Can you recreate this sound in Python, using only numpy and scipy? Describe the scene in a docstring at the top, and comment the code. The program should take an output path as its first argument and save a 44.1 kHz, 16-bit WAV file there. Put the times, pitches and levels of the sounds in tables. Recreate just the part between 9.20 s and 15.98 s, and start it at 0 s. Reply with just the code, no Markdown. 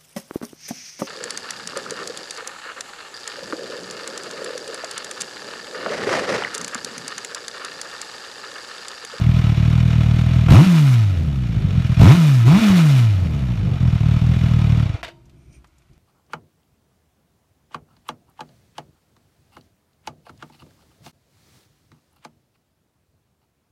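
"""A four-cylinder motorcycle idles on gravel, with the microphone close to its short silencer.
Pulses at the firing rate drive resonances for the boom and the pipe rasp; gated noise gives clatter and hiss.
Three throttle blips raise the speed; the engine then hums down on the overrun, with soft pops in the silencer.
Switched off, it stumbles to rest with a metallic clack of knocks and rings.
Then a small servo whirrs, as resonant noise, and short noise bursts tick from the hot metal in the open air."""
import sys
import numpy as np
from scipy import signal
from scipy.fft import rfft, irfft, next_fast_len
from scipy.io import wavfile
from scipy.ndimage import uniform_filter1d

SR = 44100
rng = np.random.default_rng(int(sys.argv[2]) if len(sys.argv) > 2 else 0)


def materialize(psi):
    """Save the field psi as 16-bit PCM at rate SR to the path in sys.argv[1].

    A 1-D psi becomes a single channel; in a 2-D psi each row is a channel.
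    """
    bounded = np.clip(np.atleast_2d(psi).T, -1, 1)
    quanta = np.round(bounded * 32767).astype(np.int16)
    wavfile.write(sys.argv[1], SR, quanta)


N = 298976
TIME = np.arange(N) / SR   # s
SILENCER_CUT_HZ = 349   # the silencer passes little above this

# tail pipe resonances: frequency_hz, width_hz, level_db
PIPE_MODES = [(455.5, 30, -2), (661, 39.5, 6), (1024, 120, -2.5), (1108, 72, -0.5), (1268, 74, -3),
              (2300, 92, -5.5)]
# colour of turbulent gas in the pipe, relative: frequency_hz, density_db (per Hz)
RASP_COLOUR = [(200, -16.5), (300, 11), (420, -2.5), (560, 0), (900, 0.5), (1300, -5), (1700, -10.5),
               (2600, -8), (5000, -26)]
# throttle blips, speeds before the idle is blended in: opens_s, top_s, top_hz (firings per s),
# climb_hz_per_s, coast_s (time constant), strength_db
THROTTLE_BLIPS = [(1.275, 1.4413, 193.06, 1045, .635, 0), (2.775, 2.9507, 180.38, 942, .5807, .3),
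                  (3.245, 3.3923, 230.13, 866.2, .6341, -3.3)]


def from_db(db):
    """Decibels to gain."""
    return 10 ** (np.asarray(db) / 20)


def rms_one(x):
    """Scale to unit power."""
    return x / np.sqrt(np.mean(x ** 2) + 1e-20)


def in_time(rows):
    """Each column of a curve over time, at every sample."""
    s, *columns = np.transpose(rows)
    return [np.interp(TIME, s, column) for column in columns]


def at_speed(rows, firing_hz):
    """Each column of a table by engine speed, at every sample."""
    hz, *columns = np.transpose(rows)
    return [np.interp(firing_hz, hz, column) for column in columns]


def cut(x, hz, kind, order=2):
    """Butterworth filter."""
    return signal.sosfilt(signal.butter(order, hz, kind, fs=SR, output="sos"), x)


def slow_noise(limit_hz):
    """Random wavering below a frequency limit, rms 1."""
    return rms_one(cut(rng.standard_normal(N), limit_hz, "low"))


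def coloured(points):
    """Noise with the given spectrum, rms 1."""
    hz, db = np.transpose(points)
    size = next_fast_len(N)
    f = np.maximum(np.fft.rfftfreq(size, 1 / SR), 1)
    gain = from_db(np.interp(np.log(f), np.log(hz), db))
    skirts = np.minimum(f / hz[0], 1) ** 2 * np.minimum(hz[-1] / f, 1) ** 2
    spectrum = rfft(rng.standard_normal(size)) * gain * skirts
    return rms_one(irfft(spectrum, size)[:N])


def resonate(x, modes):
    """Parallel resonances, neighbours in opposite phase."""
    out = 0
    for k, (hz, width, db) in enumerate(modes):
        r = np.exp(-np.pi * width / SR)
        zeros = [(1 - r * r) / 2, 0, (r * r - 1) / 2]   # unit gain at the peak
        poles = [1, -2 * r * np.cos(2 * np.pi * hz / SR), r * r]
        # the tiny offset keeps the filter state from fading into denormal numbers
        out = out + (-1) ** k * from_db(db) * signal.lfilter(zeros, poles, x + 1e-18)
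    return out


def burst(start, decay):
    """A sudden start and an exponential fall with the given time constant."""
    out, first = np.zeros(N), int(start * SR)
    age = TIME[:min(N - first, int(20 * decay * SR))]
    out[first:first + len(age)] = np.exp(-age / decay)
    return out


def steady(x, window):
    """Divide out the slow level, so that loudness can be set by a curve."""
    size = int(window * SR)
    power = uniform_filter1d(uniform_filter1d(x * x, size), size)
    return x / np.sqrt(np.abs(power) + 1e-12)


def per_firing(cycle, count=1024):
    """A random value for each firing, from a cycle of count values."""
    return rng.standard_normal(count)[cycle.astype(int) % count]


def puffs(cycle, start, fall, base, spread_db=0.0):
    """Once a firing a gate snaps open and decays; spread_db varies how far it opens."""
    since = cycle - start + 1
    return base + from_db(spread_db * per_firing(since)) * np.exp(-(since % 1) / fall)


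def outdoors(air_db=-68):
    """Low rumble and thin hiss of the open air, each as coloured noise."""
    # rumble level: time_s, level_db
    rumble_level = [(6.2, -49), (6.35, -48.5), (6.5, -59.5), (6.69, -60), (6.71, -49), (6.78, -54)]
    # rumble spectrum, relative: frequency_hz, density_db (per Hz)
    rumble_colour = [(15, -46), (25, -19), (48, 0), (65, 6.5), (91, -10.5), (123, 1.5), (267, -16),
                     (349, -10), (467, -30.5), (700, -24), (910, -55), (1540, -120)]
    # air hiss spectrum, relative: frequency_hz, density_db (per Hz)
    air_colour = [(290, -34.5), (500, -1.5), (1430, 0), (1750, -5.5), (2230, -2.5), (2960, -6),
                  (15000, -19.5)]
    rumble = from_db(in_time(rumble_level)[0]) * coloured(rumble_colour)
    return rumble + from_db(air_db) * coloured(air_colour)


def servo():
    """A small geared motor parks the exhaust valve: noise rings in the bands of its whine."""
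    # run of the motor: time_s, level_db
    servo_level = [(6.1, -90), (6.2, -71), (6.3, -72), (6.35, -56.5), (6.385, -68), (6.42, -91)]
    # whine bands, relative: frequency_hz, width_hz, level_db
    whine_bands = [(2347, 150, 2), (5100, 300, -11), (5852, 200, -2.5), (6761, 300, -10.5),
                   (8791, 150, -1.5)]
    return from_db(in_time(servo_level)[0]) * rms_one(resonate(rng.standard_normal(N), whine_bands))


def cooling_ticks(decay_s=0.0064):
    """Small dry ticks from the hot pipes: narrow noise that dies away at once."""
    # ticks of hot metal: time_s, level_db (nominal peak), pitch_hz
    hot_ticks = [(6.056, -55, 6000), (6.096, -49.5, 3020), (6.328, -54, 5460), (6.444, -41, 1110),
                 (6.471, -55, 7000), (6.583, -53, 6900), (6.62, -53, 2240), (6.733, -57, 5070)]
    out = 0
    for s, db, hz in hot_ticks:
        tone = rms_one(resonate(rng.standard_normal(N), [(hz, hz * 0.37, 0)])) / 2   # room for noise peaks
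        out = out + from_db(db) * burst(s, decay_s) * tone
    return out


def stop_clack(chatter_depth=0.63, chatter_hz=70):
    """Gears knock as the crank comes to rest and rocks back; loose metal parts ring on, chattering."""
    # gear knocks: time_s, level_db, decay_s (time constant)
    gear_knocks = [(5.83, -27.5, 0.0086), (5.836, -32.5, 0.0086), (5.847, -29, 0.0081),
                   (5.865, -41.5, 0.023), (5.88, -39, 0.016)]
    # knock spectrum, relative: frequency_hz, density_db (per Hz)
    knock_colour = [(150, -40.5), (250, -10), (579, -1), (664, 6), (815, -7.5), (1020, -4), (1270, -7),
                    (1390, -3), (2900, -5), (5650, -18.5), (15000, -40)]
    # loose parts left ringing: frequency_hz, t60_s, level_db
    loose_parts = [(340, 0.93, -49), (641, 0.64, -51), (934, 0.8, -55), (3020, 0.26, -45),
                   (3731, 0.23, -42), (4700, .26, -48)]
    strokes = sum(from_db(db) * burst(s, decay) for s, db, decay in gear_knocks)
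    first, rings = gear_knocks[0][0], 0
    for hz, t60, db in loose_parts:
        chatter = 1 + chatter_depth * slow_noise(chatter_hz)
        tone = burst(first, t60 / np.log(1000)) * np.sin(2 * np.pi * hz * (TIME - first))
        rings = rings + from_db(db) * chatter * tone
    return strokes * coloured(knock_colour) + rings


def afterfire(thump_hz=105, thump_fall=1.56):
    """The first rich firings crack, unburnt fuel pops as the throttle shuts; each bang swings the silencer."""
    # bangs in the silencer: time_s, thump_db, crackle_db, length_s (crackle time constant)
    bangs = [(1.285, -23, -20, 0.01), (1.302, -26, -28, 0.0079), (2.817, -23, -21, 0.0027),
             (1.466, -18, -36, .008), (2.948, -19, -31, 0.015), (3.4, -23, -27.5, 0.011),
             (3.5, -14, -23, 0.019)]
    thump = crackle = 0
    for s, thump_db, crackle_db, length in bangs:
        swing = np.sin(2 * np.pi * thump_hz * (TIME - s))
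        thump = thump + from_db(thump_db) * burst(s, thump_fall * length) * swing
        crackle = crackle + from_db(crackle_db) * burst(s, length)
    return thump + crackle * coloured(RASP_COLOUR)


def reflections(x, echo_db=-14.5, count=8):
    """Ground, wheel and swingarm return short echoes that give the noise a fixed, fine colour."""
    lags = (rng.uniform(.002, .03, count) * SR).astype(int)
    echoes = sum((-1) ** k * np.pad(x, (lag, 0))[:N] for k, lag in enumerate(lags))
    gain = from_db(echo_db) / 2
    return (x + gain * echoes) / np.sqrt(1 + count * gain ** 2)


def gas_hiss(cycle, hiss_db, jet_db=4.5, spread_db=2.0):
    """The jet at the outlet hisses in time with the firings."""
    # jet spectrum, relative: frequency_hz, density_db (per Hz)
    jet_colour = [(2500, -28.5), (4000, 5.5), (5000, 6), (6500, 5), (8000, 0.5), (9500, 1), (10500, -3.5),
                  (12500, -1.5), (15500, -9)]
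    gate = rms_one(puffs(cycle, start=0.34, fall=0.67, base=1.0, spread_db=spread_db))
    return from_db(hiss_db + jet_db) * gate * coloured(jet_colour)


def casing(x):
    """The engine's metal rings in its modes."""
    # engine casing modes, relative: frequency_hz, t60_s, level_db
    casing_modes = [(1283, 0.031, 5.5), (1940, .1, -10), (2110, 0.1, -10), (2438, 0.023, 1),
                    (2900, 0.035, 1), (3050, 0.046, -3), (3386, .08, -2.5), (3810, .08, -8),
                    (4130, 0.09, -19.5), (4535, 0.054, -12), (5283, 0.047, -6), (5630, 0.044, -8),
                    (6820, .04, -15.5)]
    # ring time becomes bandwidth, and longer rings get more level
    modes = [(hz, np.log(1000) / np.pi / t60, db + 10 * np.log10(t60)) for hz, t60, db in casing_modes]
    return resonate(x, modes)


def valve_train(cycle, clatter_db, taps_per_s=450, tap_db=-3.5):
    """Valves and chain patter on the casing, strongest around each firing."""
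    # chain noise spectrum, relative: frequency_hz, density_db (per Hz)
    chain_colour = [(820, -35), (1400, -1), (1690, -2.5), (2410, -1), (3270, -7), (3520, -3.5), (3760, -4),
                    (4220, -9.5), (4610, -10.5), (5010, -16.5), (5490, -17.5), (6000, -15), (7020, -19.5),
                    (7620, -24), (10000, -29), (13000, -62.5), (22000, -120)]
    gate = puffs(cycle, start=.45, fall=0.35, base=0.48)
    taps = (rng.random(N) < taps_per_s / SR) * rng.standard_normal(N) * gate
    ringing = steady(casing(taps), window=0.1)
    chain = rms_one(gate) * coloured(chain_colour)
    return from_db(clatter_db) * (from_db(tap_db) * ringing + chain)


def pipe_rasp(cycle, load, rasp_db, edge_db=-11.5, ring_db=-6.0, rush_db=-2.0, bark_db=-3.5,
              loaded_rush_db=-3.0, front_spread_db=1.5):
    """Each pulse front rings the tail pipe and drags turbulence after it; under load the fronts bark."""
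    # bark of the outlet under load, relative: frequency_hz, width_hz, level_db
    bark_modes = [(300, 70, -8.5), (740, 200, -4), (1063, 220, 0.5), (1376, 270, -4), (2300, 600, -6)]
    fronts = np.diff(np.floor(cycle + .45), prepend=0) * from_db(front_spread_db * per_firing(cycle))
    fronts = cut(fronts, 1300, "low", order=1)
    edge = from_db(edge_db) * steady(resonate(fronts, PIPE_MODES), window=.05)
    bark = from_db(bark_db) * load * steady(resonate(fronts, bark_modes), window=.05)
    gate = puffs(cycle, start=.52, fall=.36, base=0.5)
    ring = from_db(ring_db) * steady(resonate(gate * rng.standard_normal(N), PIPE_MODES), window=.05)
    rush = from_db(rush_db + loaded_rush_db * load) * rms_one(gate) * coloured(RASP_COLOUR)
    damping_db = -5 * load   # fast gas flow damps the pipe's resonances
    return from_db(rasp_db) * (from_db(damping_db) * (edge + ring) + bark + rush)


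def gas_pulses(cycle, uneven_db, jitter_per_db=-0.01):
    """One narrow pulse per firing; uneven burning varies both its strength and its moment."""
    strength_db = uneven_db * per_firing(cycle)
    opening = .39 + jitter_per_db * uneven_db * per_firing(cycle)   # in cycles
    return np.exp(-((cycle % 1 - opening) / 0.055) ** 2) * from_db(strength_db)


def thuds(cycle, uneven_db, swirl_db=-15.0, throb_db=-14.0):
    """The silencer turns each pulse into a round thud; ragged burning adds swirling gas."""
    # silencer resonances, relative: frequency_hz, width_hz, level_db
    silencer_modes = [(95.4, 40.6, 0.5), (123.4, 72.5, 0.5), (188.6, 87, -6), (310, 80, -19)]
    pulses = rms_one(cut(gas_pulses(cycle, uneven_db), 28, "high"))
    throb = from_db(throb_db) * resonate(pulses, [(48, 30, 0.0056)])   # the outlet also throbs slowly
    tone = throb - resonate(pulses, silencer_modes)
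    ragged = uneven_db ** 2 / 2
    swirl_noise = coloured([(55, -7), (120, -1.5), (170, -2.5), (240, -24.5), (400, -24.5)])
    return steady(cut(tone, 420, "low"), window=.07) + swirl_noise * from_db(swirl_db) * ragged


def overrun_hum(cycle, waver_db=2.0, blur_cycles=0.016, blur_hz=45, pipe_db=-0.5, leak_db=-4.5):
    """Unfuelled pistons only pump air: upper lines waver, blur, and swell as they cross the pipe's modes."""
    # hum lines, relative: order (multiple of the firing rate), level_db
    hum_lines = [(.5, -32.5), (1, 2), (1.5, -22), (2, -20), (2.5, -53), (3, -32), (3.5, -54.5), (4, -42),
                 (5, -40.5), (6, -32.5), (7, -38.5), (8, -35), (9, -34.5)]
    out = 0
    for order, db in hum_lines:
        waver = waver_db * (order != 1) * slow_noise(19)
        blur = blur_cycles * max(order - 1, 0) * slow_noise(blur_hz)
        out = out + from_db(db + waver) * np.cos(2 * np.pi * (order * (cycle - .1) + blur))
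    lower = cut(out, SILENCER_CUT_HZ, "low", order=10)
    upper = cut(out, 450, "high", order=10)
    return rms_one(lower + from_db(leak_db) * upper + from_db(pipe_db) * resonate(upper, PIPE_MODES))


def exhaust(cycle, burn, load, uneven_db, growl_db=-12.0, third_db=0.5, churn_db=-18.0):
    """Firing thuds give way to the hum when the throttle shuts; under load the wave steepens and growls."""
    burn = np.clip(burn, 0, 1)
    overtones = np.sin(4 * np.pi * cycle) + from_db(third_db) * np.sin(6 * np.pi * cycle)
    churn = from_db(churn_db) * coloured([(170, -9), (240, -3.5), (320, -2), (380, -10.5)])
    # the silencer muffles the overtones as they climb
    loaded = cut(from_db(growl_db) * overtones + churn, SILENCER_CUT_HZ, "low", order=10)
    fired = np.sqrt(burn) * thuds(cycle, uneven_db)
    pumped = np.sqrt(1 - burn) * overrun_hum(cycle)
    return fired + pumped + load * loaded


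def engine_speed():
    """Each blip climbs steadily and coasts down exponentially, until the idle catches it; firings per s."""
    # idle, hunting slightly until the ignition is cut: time_s, speed_hz (firings per s)
    idle_speed = [(0, 38.58), (.15, 40.33), (.35, 36.95), (.55, 40.22), (.85, 38.26), (1.1, 41.07),
                  (1.28, 38.45), (2.75, 35.86), (4.8, 33.36), (5.15, 41.2), (5.45, 37.14), (5.6, 39.11),
                  (5.67, 26.91), (5.78, 13.22)]
    runs = []
    for _, top_s, top_hz, climb, coast_s, _ in THROTTLE_BLIPS:
        rise = top_hz + climb * (TIME - top_s)
        fall = top_hz * np.exp((top_s - TIME) / coast_s)
        runs.append(np.minimum(rise, fall))
    free = np.maximum(np.max(runs, axis=0), 0)
    return np.cbrt(free ** 3 + in_time(idle_speed)[0] ** 3)   # smooth handover to the faster one


def throttle(attack_s=0.037, release_s=.035, fuel_cut_s=0.029, slack_s=0.0083):
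    """The grip snaps open and shuts just before each top: opening 0-1, fuelling 0-1, strength dB, slack 0-1."""
    opening = fuelled = strength_db = slack = 0
    for opens, top, _, _, _, db in THROTTLE_BLIPS:
        attack = np.clip((TIME - opens) / attack_s, 0, 1)
        grip = attack * np.clip((top - TIME) / release_s, 0, 1)
        opening, strength_db = opening + grip, strength_db + db * grip
        # firing dies away over fuel_cut_s after the top
        fuelled = fuelled + attack * np.clip(1 - (TIME - top) / fuel_cut_s, 0, 1)
        # a moment between pulling and coasting
        slack = slack + np.exp(-((TIME - top - fuel_cut_s / 2) / slack_s) ** 2)
    return opening, fuelled, strength_db, slack


def weak_firings(cycle):
    """Loss in dB as a lean mixture barely catches, held from one firing to the next."""
    # lean firings: time_s, loss_db
    lean_firings = [(.02, -2.5), (.225, -8), (.355, -5), (2.27, -8), (2.63, -6.5), (2.68, -14),
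                    (2.755, -16.5), (4.34, -4), (4.36, -4), (4.59, -9.5), (4.71, -9), (4.785, -12.5),
                    (5.0, -12), (5.195, -6)]
    firing = np.floor(cycle - 1 / 3)
    loss_db = sum(db * (firing == firing[int(s * SR)]) for s, db in lean_firings)
    return uniform_filter1d(loss_db, size=200)


def motorcycle(loaded_uneven_db=0.76, slack_db=-11.5, weak_rasp_share=0.28, flutter_db=0.95, flutter_hz=14.2):
    """Speed and throttle set the boom, rasp, clatter and hiss of the engine until the crank stops."""
    # layer settings with the throttle open: boom_db, rasp_db, clatter_db, hiss_db
    open_levels = (-4.5, -20, -28.5, -41.5)
    # layer settings with the throttle shut: firing_hz, boom_db, rasp_db, clatter_db, hiss_db
    shut_levels = [(12.9, -27, -44, -46.5, -80), (27, -19, -38.5, -40, -63.5), (39.7, -13, -37, -39, -59),
                   (47.3, -19.5, -44.5, -44, -64.5), (72, -19.5, -46.5, -46.5, -62.5),
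                   (104.3, -12.5, -47.5, -39.5, -56.5), (125, -11, -39, -35.5, -46),
                   (185, -10.5, -29.5, -31, -43), (228, -13, -28.5, -29, -42.5)]
    # as the coasting engine slows, fuel returns and burns raggedly at first:
    # firing_hz, fired_share (of the boom, 0-1), uneven_db (between firings)
    relighting = [(40, 1, 1.5), (48, 1, 3), (62, 0.85, 1.5), (86, 0.09, 4), (112.3, 0, 0.6)]
    # the balance of pipe rasp against clatter and hiss drifts up and down over time:
    # time_s, treble_drift_db (clatter and hiss), rasp_drift_db
    balance_drift = [(0, 0.5, 0.5), (2.3, -.5, -1.5), (3.5, 0, -1), (4.2, 0, 4), (4.7, -4.5, -2),
                     (5.1, -1, -0.5), (5.7, -2, 0)]

    firing_hz = engine_speed()
    cycle = np.cumsum(firing_hz) / SR   # counts firings
    opening, fuelled, strength_db, slack = throttle()
    levels = []
    for shut_db, open_db in zip(at_speed(shut_levels, firing_hz), open_levels):
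        levels.append((1 - opening) * shut_db + opening * open_db + strength_db)
    boom_db, rasp_db, clatter_db, hiss_db = levels

    relit, ragged_db = at_speed(relighting, firing_hz)
    burn = np.maximum(relit, fuelled)
    uneven_db = (1 - fuelled) * ragged_db + fuelled * loaded_uneven_db
    load = fuelled * np.interp(firing_hz, [60, 120], [0, 1])   # the pipe is driven hard once the speed is up
    weak_db = weak_firings(cycle)
    pumping = np.interp(TIME, [5.76, 5.79], [1, 0])   # the last strokes move no more gas
    turning = np.interp(TIME, [5.795, 5.825], [1, 0])   # then the crank stops
    treble_drift_db, rasp_drift_db = in_time(balance_drift)
    flutter = from_db(flutter_db * slow_noise(flutter_hz))   # the engine's noises waver in level

    boom_level = from_db(boom_db + weak_db + slack_db * slack)
    boom = pumping * boom_level * exhaust(cycle, burn, load, uneven_db)
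    rasp = pipe_rasp(cycle, load, rasp_db + rasp_drift_db + weak_rasp_share * weak_db)
    treble = reflections(valve_train(cycle, clatter_db) + gas_hiss(cycle, hiss_db))
    return boom + turning * flutter * (rasp + from_db(treble_drift_db) * treble)


def scene():
    """The engine with its bangs, the clack as it stops, then servo and ticks, all in the open air."""
    after_stop = stop_clack() + cooling_ticks() + servo()
    return (outdoors() + after_stop + afterfire() + motorcycle())[None]


def record(dry, cutoff_hz=15250):
    """The loudest swings are rounded off, the top is cut."""
    rounded = dry / (1 + dry ** 6) ** (1 / 6)
    return signal.sosfilt(signal.ellip(10, .1, 90, cutoff_hz, fs=SR, output="sos"), rounded)


dry = scene()
out = record(dry)
materialize(out)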